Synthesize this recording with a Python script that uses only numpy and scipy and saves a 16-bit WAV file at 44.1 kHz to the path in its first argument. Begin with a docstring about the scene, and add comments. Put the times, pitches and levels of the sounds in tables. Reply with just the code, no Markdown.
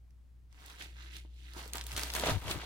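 """Turning a plastic sleeve in a ring binder

A hand slides over plastic sleeves, lifts one and turns it from right to left, close to the microphone. The film
rubs in dense tiny slips (bursts of noise), buckles and its edges tick, with sharp snaps (short rings and
cracks). The page flaps down (damped thuds), puffs air at the microphone (swells of low noise) and slides to
rest. A mains hum (two sine tones) runs underneath, with quiet noise, in a small room (a short noise tail)."""
import sys
import numpy as np
from scipy import signal
from scipy.fft import rfft, irfft, next_fast_len
from scipy.io import wavfile
from scipy.ndimage import uniform_filter1d, map_coordinates

SR = 44100
rng = np.random.default_rng(int(sys.argv[2]) if len(sys.argv) > 2 else 0)


def transcribe(u):
    """Save the signal u as a 16-bit wav file named by the first command-line argument.

    u: samples, shape (n,) or (channels, n), limited to [-1, 1]; the rate is SR.
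    q: integer samples, one column per channel.
    """
    v = np.clip(np.atleast_2d(u).T, -1, 1)
    q = np.round(v * 32767).astype(np.int16)
    wavfile.write(sys.argv[1], SR, q)


N = 116865  # length in samples

# where the page is: balance for its rasp, fizz, crinkles and snaps;
# lag for these, the flexing, the binder body and the flaps:
# [t/s, left minus right/dB, lag of the left port/ms]
PAGE_PLACE = [(1.6, -4.2, .21), (2.15, 0, -0.0826)]
# shapes of the rubbing spectra, whose overall level is set later: [f/Hz, level per Hz/dB]
RASP_COLOUR = [(400, 0.5), (1250, -0.5), (3800, 0), (5000, -8), (7000, -9), (16000, -54)]
FIZZ_COLOUR = [(2500, -12), (4500, 0.5), (6000, -1.5), (11000, -3.5), (16000, -12.5)]
CRINKLE_COLOUR = [(700, 0.5), (3000, -0.5), (8000, -6), (16000, -10)]
FLEX_COLOUR = [(70, -14.5), (170, -4.5), (640, -6), (1300, -10), (2500, -48)]
CRINKLE_DB = 2  # crinkles against the fizz at the hardest stroke
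CRINKLE_GROWS = 1.22  # power: crinkles grow faster than the fizz


def rubbing():
    """Sleeve slides on sleeve: a papery rasp, a fizz with sparser crinkles, and the flexing sheet."""
    rasp_gain, treble_gain, flex_gain = stroke_levels()
    rasp = rasp_gain * through_gap(slips(RASP_COLOUR, alike=0.4))
    fizz = treble_gain * slips(FIZZ_COLOUR, alike=0.052)
    hardest = treble_gain.max()
    crinkle_gain = amp(CRINKLE_DB) * hardest * (treble_gain / hardest) ** CRINKLE_GROWS
    crinkle = crinkle_gain * slips(CRINKLE_COLOUR, alike=0.25, rate=150)
    flex = flex_gain * slips(FLEX_COLOUR, alike=1, spread_db=2.0)
    balance = panned(curves(PAGE_PLACE)[0])
    return (rasp + fizz + crinkle) * balance + flex + binder_body(rasp_gain)


# strokes of sleeve on sleeve: [start t/s, rise/s, time to fall by 20 dB/s, rasp level/dB,
# treble against the rasp/dB, low flexing against the rasp/dB]
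STROKES = [(0.489, 0.22, 0.2, -55.5, -7, -11), (0.773, 0.036, 0.1267, -48, -8.5, -11.5),
           (0.9, 0.14, 0.23, -54, -13, -24), (1.095, 0.07, 0.07, -50.5, -6.5, -22.5),
           (1.27, 0.24, 0.2, -58, -9, -21), (1.527, 0.059, 0.18, -49, -4, -3.5),
           (1.719, 0.046, 0.1, -44.5, -7.5, -5), (1.81, 0.12, 1, -51.5, -1, -5),
           (1.958, 0.02, 0.21, -42, -3.5, -7.5), (2.12, 0.04, 0.18, -42.5, -0.5, -0.5),
           (2.168, 0.13, .08, -34.5, -10.5, -0.5), (2.392, 0.11, 0.12, -42, -7.5, 1.5),
           (2.489, 0.024, 0.03, -39, -4, -7), (2.48, 0.15, 2.5, -47.5, -14.5, -3.5)]
RISE_POWER, FALL_POWER = 1.195, 1.12  # how the swell and the release bend


def stroke_levels():
    """Each stroke swells and lets go; returns the gains of rasp, treble and flexing."""
    t = np.arange(N) / SR
    power = np.zeros((3, N))
    for start, rise, fall, db, treble_db, flex_db in STROKES:
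        swell = np.clip((t - start) / rise, 0, 1) ** RISE_POWER
        since_top = np.maximum(t - start - rise, 0)
        release = amp(-20 * (since_top / fall) ** FALL_POWER)
        gains = amp(db + np.array([[0], [treble_db], [flex_db]]))
        power += (gains * swell * release) ** 2  # overlapping strokes add as power
    return np.sqrt(power)


def slips(colour, alike, rate=2500, spread_db=3.0, life_s=0.00047, patchy_db=2.5):
    """Stick-slip friction: tiny bursts of uneven size, each patch of film with its own colour."""
    starts = rng.random(N) < rate / SR  # rate: slips per second on average
    size = np.minimum(rng.exponential(size=N), 3)
    kicks = starts * amp(spread_db * size) ** 2
    power = signal.lfilter([1], [1, -np.exp(-2 / (life_s * SR))], kicks)  # every slip dies away
    z = signal.stft(pair(alike) * np.sqrt(power), nperseg=128)[2]
    # a smooth random map over frequency and time gives the patches
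    patches = uniform_filter1d(rng.standard_normal(z.shape[1:]), size=4, axis=0)
    patches = uniform_filter1d(patches, size=4, axis=1)
    patchy = signal.istft(z * amp(patchy_db * unit(patches)), nperseg=128)[1][:, :N]
    return coloured(patchy, colour)


# resonance of the air gap between the sleeves: [t/s, f/Hz]
GAP_RESONANCE = [(.72, 1110), (.88, 2100), (1.0, 1310), (1.36, 2980), (1.56, 1010), (2.15, 1050),
                 (2.33, 620), (2.46, 950)]
GAP_Q = 1.43  # sharpness


def through_gap(x):
    """The air gap rings at its resonance and lets little out below it."""
    hz, t, z = signal.stft(x, SR, nperseg=512)
    ratio = hz[:, None] / np.interp(t, *np.transpose(GAP_RESONANCE))
    response = ratio ** 2 / np.hypot(1 - ratio ** 2, ratio / GAP_Q)
    return unit(signal.istft(z * response, SR, nperseg=512)[1][:, :N])


# two dull resonances of the stack and binder, their sharpness, and their level for a stroke gain of 1
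BODY_HZ, BODY_Q, BODY_DB = [179, 315], 2.5, -41.5


def binder_body(stroke):
    """The stack and binder answer each stroke with low noise that grows more slowly than the rasp."""
    def ring(hz):
        return sum(1 / (1 + 1j * BODY_Q * (hz / mode - mode / (hz + 1))) ** 2 for mode in BODY_HZ)
    return amp(BODY_DB) * np.sqrt(stroke) * unit(filtered(rng.standard_normal(N), ring))


# the film buckles (high rows) and sleeve edges tick on one another (rows near 3.5 kHz): [t/s, peak level before
# panning/dB, pitch f/Hz]
SNAPS = [(0.107, -59.5, 4000), (0.527, -46.5, 2800), (0.6617, -35, 7660), (0.7, -37, 3500),
         (0.823, -31, 3500), (0.967, -43, 1400), (1.1672, -32.5, 4460), (1.536, -37.5, 4500),
         (1.678, -33.5, 8160), (1.7344, -20, 6400), (1.755, -27.5, 7850), (1.7708, -24.5, 8100),
         (1.782, -26.5, 2630), (1.812, -25, 3500), (1.8398, -31, 7540), (1.867, -27, 9050),
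         (1.918, -28, 3470), (1.965, -19.5, 3740), (1.9768, -21, 4060), (2.013, -26.5, 5600),
         (2.0341, -19, 5050), (2.1025, -21.5, 3500), (2.1377, -22, 5600), (2.1516, -19.5, 6850),
         (2.158, -24, 3500), (2.1976, -19.5, 4000), (2.2725, -20.5, 3000), (2.513, -22.5, 3270)]
# a weaker snap follows after roughly this long (varied at random)
REBOUND_S, REBOUND_DB = 0.003, -12.5
# T60: time to fall by 60 dB; crack and shiver levels are relative to the ring
SNAP_T60_S, SNAP_CRACK_DB = 0.0023, -1.5
SHIVER_DB, SHIVER_T60_S = -7, 0.0091


def snaps():
    """A crease pops through or a sleeve edge ticks: a few cycles, a crack and a brief shiver; a weaker one
    follows."""
    out = np.zeros((2, N))
    t = np.arange(SR // 40) / SR
    for start, db, hz in SNAPS:
        band = signal.butter(2, np.clip([hz / 3, hz * 2.5], 200, 19000), 'band', fs=SR)
        rebound_s = REBOUND_S * rng.uniform(0.5, 1.8)
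        for delay, less_db in [(0, 0), (rebound_s, REBOUND_DB)]:
            ring = np.sin(2 * np.pi * hz * t + rng.uniform(0, np.pi, (2, 1)))
            crack, shiver = signal.lfilter(*band, rng.standard_normal((2, 2, len(t))))
            pop = (ring + amp(SNAP_CRACK_DB) * unit(crack)) * amp(-60 * t / SNAP_T60_S)
            snap = pop + unit(shiver) * amp(SHIVER_DB - 60 * t / SHIVER_T60_S)
            peak = np.abs(snap).max(axis=1, keepdims=True)
            add(out, start + delay, amp(db + less_db) * snap / peak)
    return out * panned(curves(PAGE_PLACE)[0])


# the page slaps and fingers tap on the stack: [t/s, starting level of the thud/dB, pitch f/Hz]
FLAPS = [(1.25, -46, 310), (1.566, -37, 360), (1.661, -39, 470), (1.748, -38, 419), (2.2365, -20, 584),
         (2.2942, -20.5, 644), (2.3126, -21, 105), (2.558, -29, 300)]
# time to fall by 60 dB; the skin (top sheet) is set against the thud
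THUD_T60_S, SKIN_DB, SKIN_T60_S = 0.019, -13, 0.056


def flaps():
    """Soft, heavily damped blows on the stack of pages; the top sheet shivers on after each."""
    out = np.zeros((2, N))
    t = np.arange(SR // 20) / SR
    for start, db, hz in FLAPS:
        lowpass = signal.butter(2, hz * 3, fs=SR)
        skin = unit(signal.lfilter(*lowpass, rng.standard_normal((2, len(t)))))
        thud = np.sin(2 * np.pi * hz * t) * amp(-60 * t / THUD_T60_S)
        shiver = skin * amp(SKIN_DB - 60 * t / SKIN_T60_S)
        add(out, start, amp(db) * (thud + shiver))
    return out


# air pushed at the ports by the moving page: [t/s, length/s, level/dB, left minus right/dB]
PUFFS = [(1.925, 0.043, -43.5, 1), (2.304, 0.051, -34.5, 7), (2.335, 0.057, -30, 14),
         (2.403, 0.17, -43.5, 27), (2.552, 0.034, -39, 12.5)]
# shape of the puff spectrum: [f/Hz, level per Hz/dB]
AIR_COLOUR = [(30, -20), (90, 0.5), (130, -10.5), (800, -61)]


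def puffs():
    """The moving page fans air over the ports: low noise that swells and sinks."""
    out = np.zeros((2, N))
    t = np.arange(N) / SR
    for start, length, db, pan_db in PUFFS:
        swell = np.sin(np.pi * np.clip((t - start) / length, 0, 1))
        air = swell * coloured(pair(0.98), AIR_COLOUR)
        even = np.sqrt(np.mean(swell ** 2) / np.mean(air ** 2))  # evens out chance loudness
        out += amp(db) * panned(pan_db) * air * even
    return out


# mains hum: [t/s, level/dB]
HUM_LEVEL = [(.72, -56), (.95, -49), (1.69, -49), (1.82, -44.5), (2.25, -44), (2.45, -47.5)]
# shape of the quiet noise spectrum: [f/Hz, level per Hz/dB]
FLOOR_COLOUR = [(110, 4), (200, -8), (500, -21.5), (16000, -39)]
HUM_HZ, HUM_OCTAVE_DB, HUM_PAN_DB = 60.2, -20, 1.55  # octave against the hum; left minus right
FLOOR_DB = -64.5


def background():
    """Mains hum with a weak octave over the quiet noise of the room."""
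    level_db, = curves(HUM_LEVEL)
    turn = 2 * np.pi * HUM_HZ * np.arange(N) / SR
    tone = unit(np.sin(turn) + amp(HUM_OCTAVE_DB) * np.sin(2 * turn))
    hum = amp(level_db) * tone * panned(HUM_PAN_DB)
    return hum + amp(FLOOR_DB) * coloured(pair(0.42), FLOOR_COLOUR)


ROOM_DB, ROOM_T60_S = -8.5, 0.16  # level of the tail, time to fall by 60 dB
ROOM_SHARED_HZ = 550  # here half the power of the tail is common to both ports


def room(x):
    """Echoes blur into a short noise tail; both ports share its bass."""
    hz, t, z = signal.stft(rng.standard_normal((3, SR // 3)), SR, nperseg=256)
    alike = 1 / (1 + (hz[:, None] / ROOM_SHARED_HZ) ** 2)
    z = np.sqrt(alike) * z[0] + np.sqrt(1 - alike) * z[1:]
    tail = signal.istft(z * amp(-60 * t / ROOM_T60_S), SR, nperseg=256)[1]
    return signal.fftconvolve(x, tail / np.linalg.norm(tail[0]), axes=1)[:, :N]


def amp(db):
    """Decibels to gain."""
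    return 10 ** (np.asarray(db) / 20)


def unit(x):
    """Scale to rms 1."""
    return x / np.sqrt(np.mean(x ** 2) + 1e-20)


def along(points, hz):
    """Read a curve of (Hz, value) points on a log frequency axis."""
    f, v = np.transpose(points)
    return np.interp(np.log(hz + 1), np.log(f + 1), v)


def curves(rows):
    """One value per sample for each column after the time."""
    s, *cols = np.transpose(rows)
    return [np.interp(np.arange(N) / SR, s, c) for c in cols]


def filtered(x, response):
    """Multiply the spectrum of x by a response of frequency."""
    m = next_fast_len(N + SR // 2)
    return irfft(rfft(x, m) * response(np.fft.rfftfreq(m, 1 / SR)), m)[..., :N]


def coloured(x, colour):
    """Shape the spectrum of x by a colour, at rms 1."""
    return unit(filtered(x, lambda hz: amp(along(colour, hz))))


def panned(pan_db):
    """Left and right gains of constant power."""
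    g = amp(np.array([pan_db, -pan_db]).reshape(2, -1) / 2)
    return g / np.sqrt(np.mean(g ** 2, axis=0))


def pair(alike):
    """White noise at two ports, sharing a part of its power (0 to 1)."""
    z = rng.standard_normal((3, N))
    return np.sqrt(alike) * z[0] + np.sqrt(1 - alike) * z[1:]


def add(out, s, sound):
    """Mix a sound in at time s."""
    part = out[:, max(round(s * SR), 0):][:, :sound.shape[-1]]
    part += sound[..., :part.shape[1]]


def scene():
    """Rubbing, snaps and flaps reach the two ports at slightly different times; the rest joins in."""
    left, right = rubbing() + snaps() + flaps()
    lag = curves(PAGE_PLACE)[1] * SR / 1000  # ms to samples
    page = np.array([map_coordinates(left, [np.arange(N) - lag], order=5), right])
    return page + amp(ROOM_DB) * room(page) + puffs() + background()


TOP_HZ = 16100


def record(dry):
    """Nothing is kept above the band limit."""
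    return filtered(dry, lambda hz: hz < TOP_HZ)


dry = scene()
out = record(dry)
transcribe(out)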